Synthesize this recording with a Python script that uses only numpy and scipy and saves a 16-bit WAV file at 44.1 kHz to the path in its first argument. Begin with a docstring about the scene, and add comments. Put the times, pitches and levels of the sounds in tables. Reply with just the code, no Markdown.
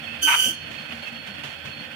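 """A band saw runs in a hard-walled workroom: its motor rumbles and its blade hisses throughout.
From the start, the blade now and then sings and scrapes in its guides. The steel table knocks,
and at 0.2 s the teeth meet a piece of fish: they shriek and rasp through the flesh and crunch
through the backbone. The cut is over by 0.6 s. Then wet pieces are slapped down and slid
about, with more dull knocks, while the saw runs on."""
import sys
import numpy as np
from scipy import signal
from scipy.fft import rfft, irfft
from scipy.io import wavfile

SR = 44100
rng = np.random.default_rng(int(sys.argv[2]) if len(sys.argv) > 2 else 0)


def inscribe(sig):
    """Save sig as 16-bit PCM at rate SR to the path in sys.argv[1].

    A 1-D sig is mono; a 2-D sig holds one channel per row.
    Samples are clipped to [-1, 1] before scaling.
    """
    pcm = np.round(np.clip(np.atleast_2d(sig).T, -1, 1) * 32767)
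    wavfile.write(sys.argv[1], SR, pcm.astype(np.int16))


N = 85995
TIME = np.arange(N) / SR


def amp(db):
    """Turns decibels into a number to multiply by."""
    return 10 ** (np.asarray(db) / 20)


def unit(x):
    """Scales a signal to an average strength (rms) of 1."""
    return x / np.sqrt(np.mean(x ** 2) + 1e-20)


def noise():
    """White noise, different left and right."""
    return rng.standard_normal((2, N))


def band(hz, width_hz):
    """A narrow band of noise; around 0 Hz it is a random drift."""
    shape = 1 / (1 + ((np.fft.rfftfreq(N, 1 / SR) - hz) / width_hz) ** 4)
    return unit(irfft(rfft(rng.standard_normal(N)) * shape, N))


def level(points):
    """Loudness that follows points in time, silent outside them."""
    return amp(np.interp(TIME, *np.transpose(points), left=-120, right=-120))


def colour(x, table):
    """Makes some frequencies stronger than others, for each ear."""
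    hz, left, right = np.transpose(table)
    log_hz = np.log(np.fft.rfftfreq(N, 1 / SR) + 1)
    gain = amp([np.interp(log_hz, np.log(hz), side) for side in (left, right)])
    return irfft(rfft(x) * gain * np.sqrt(SR / 2), N)


def tones(table):
    """Wavering tones, each a narrow band of noise."""
    return sum(amp([[left], [right]]) * band(hz, width) for hz, width, left, right in table)


# The colour of rumble and hiss. Each row: frequency in Hz, left and right strength in dB.
SAW_COLOUR = [(25, -95, -83), (46.3, -88, -87), (92, -70, -69), (244, -65.5, -73.5), (411, -82.5, -79.5),
              (538, -72.5, -69.5), (864, -76, -77), (1163, -80.0, -79), (1435, -71, -70),
              (2210, -79.5, -69), (2450, -79.5, -65.5), (3430, -80.0, -66), (3915, -82, -94.5),
              (4350, -80.5, -83), (6550, -101, -93.5), (9700, -93, -99.0), (11100, -106.0, -100.0),
              (14100, -99.0, -97)]
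# The machine's hum. Each row: pitch in Hz, width in Hz, left and right level in dB.
HUM_TONES = [(85.3, 6.2, -56, -59.5), (147, 4.3, -58, -55), (230.8, 5.7, -56.5, -51.5),
             (298, 4.3, -62.5, -55.5), (520.4, 7, -58, -72), (791, 12.4, -65, -58), (1542, 8.3, -67, -52),
             (1825, 5.1, -66, -50), (2581, 22, -79, -44.5), (3215, 35, -67, -53.5), (4344, 40, -84, -49.5),
             (14000, 250, -74, -74)]

def running_saw():
    """The motor rumbles and hums under the fluttering, slowly fading hiss of the blade."""
    lows, highs = (signal.butter(2, 420, kind, fs=SR, output="sos") for kind in ("low", "high"))
    motor = unit(noise()[0] + .5 * noise())  # much alike in both ears
    rumble = signal.sosfilt(lows, motor) * amp(4 * (band(0, 21) - 0.5))
    flutter_db = 1.43 * band(0, 33.4)
    fade_db = -1.17 * (TIME - TIME.mean())
    hiss = signal.sosfilt(highs, noise()) * amp(flutter_db + fade_db)
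    return amp(-2) * colour(rumble + hiss, SAW_COLOUR) + tones(HUM_TONES)


# The blade sings and scrapes. Each row: start in seconds, length in seconds, level in dB.
SINGS = [(.01, 0.098, -52), (.44, 0.19, -47), (.6, 0.12, -50), (.775, 0.037, -42.5), (.815, 0.072, -47.5),
         (1.012, 0.056, -43), (1.13, 0.13, -46.5), (1.255, 0.11, -48.5), (1.36, 0.064, -55),
         (1.49, 0.056, -52), (1.69, 0.17, -44)]
SCRAPES = [(.06, 0.098, -43.5), (.765, 0.03, -43.5), (.875, 0.044, -43), (1.05, 0.063, -43),
           (1.265, 0.025, -48), (1.65, 0.032, -47)]

def guide_rub(table, hz, wander_hz, right_louder_db):
    """Rubbing on a guide makes one of the blade's own notes swell and fade."""
    swell = np.zeros(N)
    for start, length, db in table:
        progress = np.clip((TIME - start) / length, 0, 1)
        swell += amp(db) * np.sqrt(abs(np.sin(np.pi * progress)))
    cycles = np.cumsum(hz + wander_hz * band(0, 101)) / SR
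    flicker = amp(3.9 * np.tanh(band(0, 88)))
    tone = np.sqrt(2) * np.sin(2 * np.pi * cycles) * flicker
    return amp([[-right_louder_db / 2], [right_louder_db / 2]]) * swell * tone


# Soft knocks. Each row: start in seconds, pitch in Hz, level in dB.
KNOCKS = [(0.188, 79.5, -48), (0.236, 292, -34), (0.447, 194, -38), (.485, 326, -39.5), (0.828, 153.5, -48),
          (0.925, 232, -36), (1.284, 201, -38.5), (1.439, 138, -41), (1.644, 135, -41)]

def table_knocks(rise_s=0.013):
    """Each knock on the table is a low note that swells and quickly dies."""
    knocks = np.zeros(N)
    for start, hz, db in KNOCKS:
        age = np.maximum(TIME - start, 0)
        knocks += amp(db) * age / rise_s * np.exp(1 - age / rise_s) * np.sin(2 * np.pi * hz * age)
    return knocks


# The blade's speed. Each row: time in seconds, teeth passing per second.
TOOTH_RATE = [(.22, 1547), (.26, 1535), (.3, 1515), (.35, 1528), (.42, 1522), (.52, 1539)]

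def cut(chatter_start_s=0.23, jitter_hz=5.2):
    """Tooth after tooth strikes the fish, setting the beat for shriek, rasp and crunch."""
    roughness = np.where(TIME > chatter_start_s, 1, 0.21)  # a clean bite, then chatter
    rate = np.interp(TIME, *np.transpose(TOOTH_RATE)) + jitter_hz * band(0, 120)
    uneven_spacing = 0.0037 * roughness * band(0, 400)
    teeth_passed = np.cumsum(rate) / SR + uneven_spacing
    return tooth_shriek(teeth_passed, roughness) + flesh_rasp(teeth_passed) + bone_crunch(teeth_passed)


# The force on the teeth. Each row: time in seconds, level in dB.
TOOTH_FORCE = [(.208, -48), (.222, -21), (.228, -1), (.234, 4.5), (.245, 3.5), (.27, 0.5), (.31, 0.5),
               (.35, -2), (.378, -3.5), (.405, 2.5), (.45, -0.5), (.49, -7), (.512, -7), (.54, -27)]
# Tones at 1, 2, 3.. times the tooth rate. Each row: left and right strength in dB.
HARMONICS = [(-35, -45), (-29, -18), (-38.5, -40.5), (-38, -29.5), (-45.5, -51), (-33, -41), (-40.5, -57),
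             (-43.5, -39), (-39, -39), (-43, -43)]

def tooth_shriek(teeth_passed, roughness, chatter_db=6.5, chatter_hz=146):
    """The strikes come so fast that they blend into one high, chattering note."""
    shriek = np.zeros((2, N))
    for k, sides in enumerate(HARMONICS, 1):
        bright_db = 10 * (1 - roughness) * (k - 2) / len(HARMONICS)  # the clean bite is brighter
        for ear, db in enumerate(sides):
            shake_db = chatter_db * roughness * np.tanh(band(0, chatter_hz))
            sway = 0.16 * k * roughness * band(0, chatter_hz)  # each tone wanders on its own
            phase = 2 * np.pi * k * teeth_passed + ear * np.pi / 2 + sway
            shriek[ear] += amp(db + bright_db + shake_db) * np.sqrt(2) * np.cos(phase)
    return amp(1) * level(TOOTH_FORCE) * shriek


# Flesh dragging on the teeth. Each row: time in seconds, level in dB.
FLESH_DRAG = [(.208, -36), (.222, -5), (.234, -3), (.29, 4.5), (.38, 1.5), (.455, 4.5), (.492, 4),
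              (.515, -13), (.555, -15)]
# The rasp's colour. Each row: frequency in Hz, left and right strength in dB.
RASP_COLOUR = [(120, -100, -100), (494, -65.5, -73), (2000, -95, -80), (2780, -61, -55.5),
               (3190, -49.5, -50), (3740, -111, -102), (4780, -77, -75), (5850, -67, -64.5),
               (7300, -82, -67.5), (8200, -75, -70), (9100, -61, -82), (10500, -77, -74),
               (11800, -85, -71.5), (15000, -82, -77)]

def flesh_rasp(teeth_passed):
    """Each tooth scrapes the flesh, adding a short pulse to a steady hiss."""
    since_tooth = teeth_passed % 1  # runs from 0 to 1 between teeth
    strikes = unit(noise() * (0.43 + np.exp(-since_tooth / 0.24)))
    return amp(-2) * colour(strikes * level(FLESH_DRAG), RASP_COLOUR)


# The backbone pressing on the blade. Each row: time in seconds, level in dB.
BONE_LOAD = [(.255, -30), (.274, -8.5), (.287, 5.5), (.308, -1), (.338, 2), (.355, 2), (.37, -23),
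             (.43, -40)]
# The crunch's colour. Each row: frequency in Hz, left and right strength in dB.
BONE_COLOUR = [(150, -105, -105), (396, -94, -75), (744, -64.5, -62.5), (876, -55, -55), (1380, -47, -50),
               (1760, -52.5, -59.5), (2320, -52, -48), (2780, -67, -44), (3130, -78, -55.5),
               (3930, -94, -69), (6000, -100, -102)]
# The blade's ringing. Each row: pitch in Hz, width in Hz, left and right strength in dB.
BLADE_TONES = [(931, 51, -29.5, -27), (1524, 11, -22, -28.5), (2480, 39, -32, -25)]

def bone_crunch(teeth_passed, spread_db=3):
    """Each tooth chips the bone, some harder than others, and the blade rings."""
    tooth, since_tooth = teeth_passed.astype(int), teeth_passed % 1
    strength = amp(spread_db * rng.uniform(-1, 1, N)[tooth])
    chips = unit(noise() * np.exp(-since_tooth / 0.23) * strength)
    load = level(BONE_LOAD)
    return amp(-0.5) * (colour(chips * load, BONE_COLOUR) + load * tones(BLADE_TONES))


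# Fish being moved. Each row: start in seconds, level in dB, rise and fade times in seconds.
SLAPS = [(.69, -8, 0.026, 0.12), (.88, -10, 0.058, 0.12), (1.059, -7, 0.014, 0.028),
         (1.26, -3, 0.014, 0.027), (1.432, -1.5, 0.0057, 0.052), (1.455, -19, 0.039, 0.026),
         (1.647, -4.5, 0.01, 0.034)]
# The slaps' colour. Each row: frequency in Hz, left and right strength in dB.
SLAP_COLOUR = [(60, -105, -105), (241, -72.5, -72), (734, -66, -69.5), (1750, -76, -65),
               (3200, -77.5, -58.5), (4400, -70.5, -81), (6000, -88.5, -77), (7540, -87, -82),
               (9800, -87, -95), (15000, -106, -88)]

def wet_slaps():
    """Wet fish is set down and slid on steel, making bursts of crackly noise."""
    bursts = np.zeros(N)
    for start, db, rise, fade in SLAPS:
        age = np.maximum(TIME - start, 0)
        bursts += amp(db) * np.minimum(age / rise, 1) * np.exp(-age / fade)
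    crackle = unit(noise() * amp(3.6 * np.tanh(band(0, 800))))
    return colour(bursts * crackle, SLAP_COLOUR)


# The room's echo. Each row: frequency in Hz, seconds to fade by 60 dB.
ECHO_TIMES = [(200, 0.4), (1500, 0.28), (3000, 0.57), (7000, 0.23), (15000, 0.1)]

def room(x, echo_db=-10.5):
    """Hard walls add a smooth echo for each ear; its highest notes die first."""
    hz, t, spectrum = signal.stft(noise()[:, :SR], SR, nperseg=256)
    fade_s = np.interp(hz, *np.transpose(ECHO_TIMES))[:, None]
    spectrum = spectrum * amp(-60 * t / fade_s) * (t > .004) / np.sqrt(fade_s)
    tail = signal.istft(spectrum, SR, nperseg=256)[1]
    echo = signal.fftconvolve(x, tail / np.linalg.norm(tail[0]), axes=1)[:, :N]
    return x + amp(echo_db) * echo


def scene():
    """Rubs, knocks, the cut and the slaps echo in the room over the running saw."""
    sings = guide_rub(SINGS, hz=4334, wander_hz=17, right_louder_db=2)
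    scrapes = guide_rub(SCRAPES, hz=2604, wander_hz=40.8, right_louder_db=17)
    return running_saw() + room(sings + scrapes + table_knocks() + cut() + wet_slaps())


def record(dry, limit_db=-23, share=0.37, react_s=0.0083, recover_db_per_s=37.5, top_hz=15800):
    """Turns the loud cut down, lets the level creep back, and trims the highest treble."""
    memory = np.exp(-1 / (react_s * SR))
    power = signal.lfilter([1 - memory], [1, -memory], (dry ** 2).mean(0))
    power_db = 10 * np.log10(power + 1e-12)
    fall_db = recover_db_per_s * TIME
    held_db = np.maximum.accumulate(power_db + fall_db) - fall_db  # jumps up, sinks slowly
    lowered = dry * amp(-share * np.maximum(held_db - limit_db, 0))
    treble_cut = signal.firwin(511, top_hz, window=("kaiser", 9), fs=SR)
    return signal.oaconvolve(lowered, treble_cut[None], "same")


dry = scene()
out = record(dry)
inscribe(out)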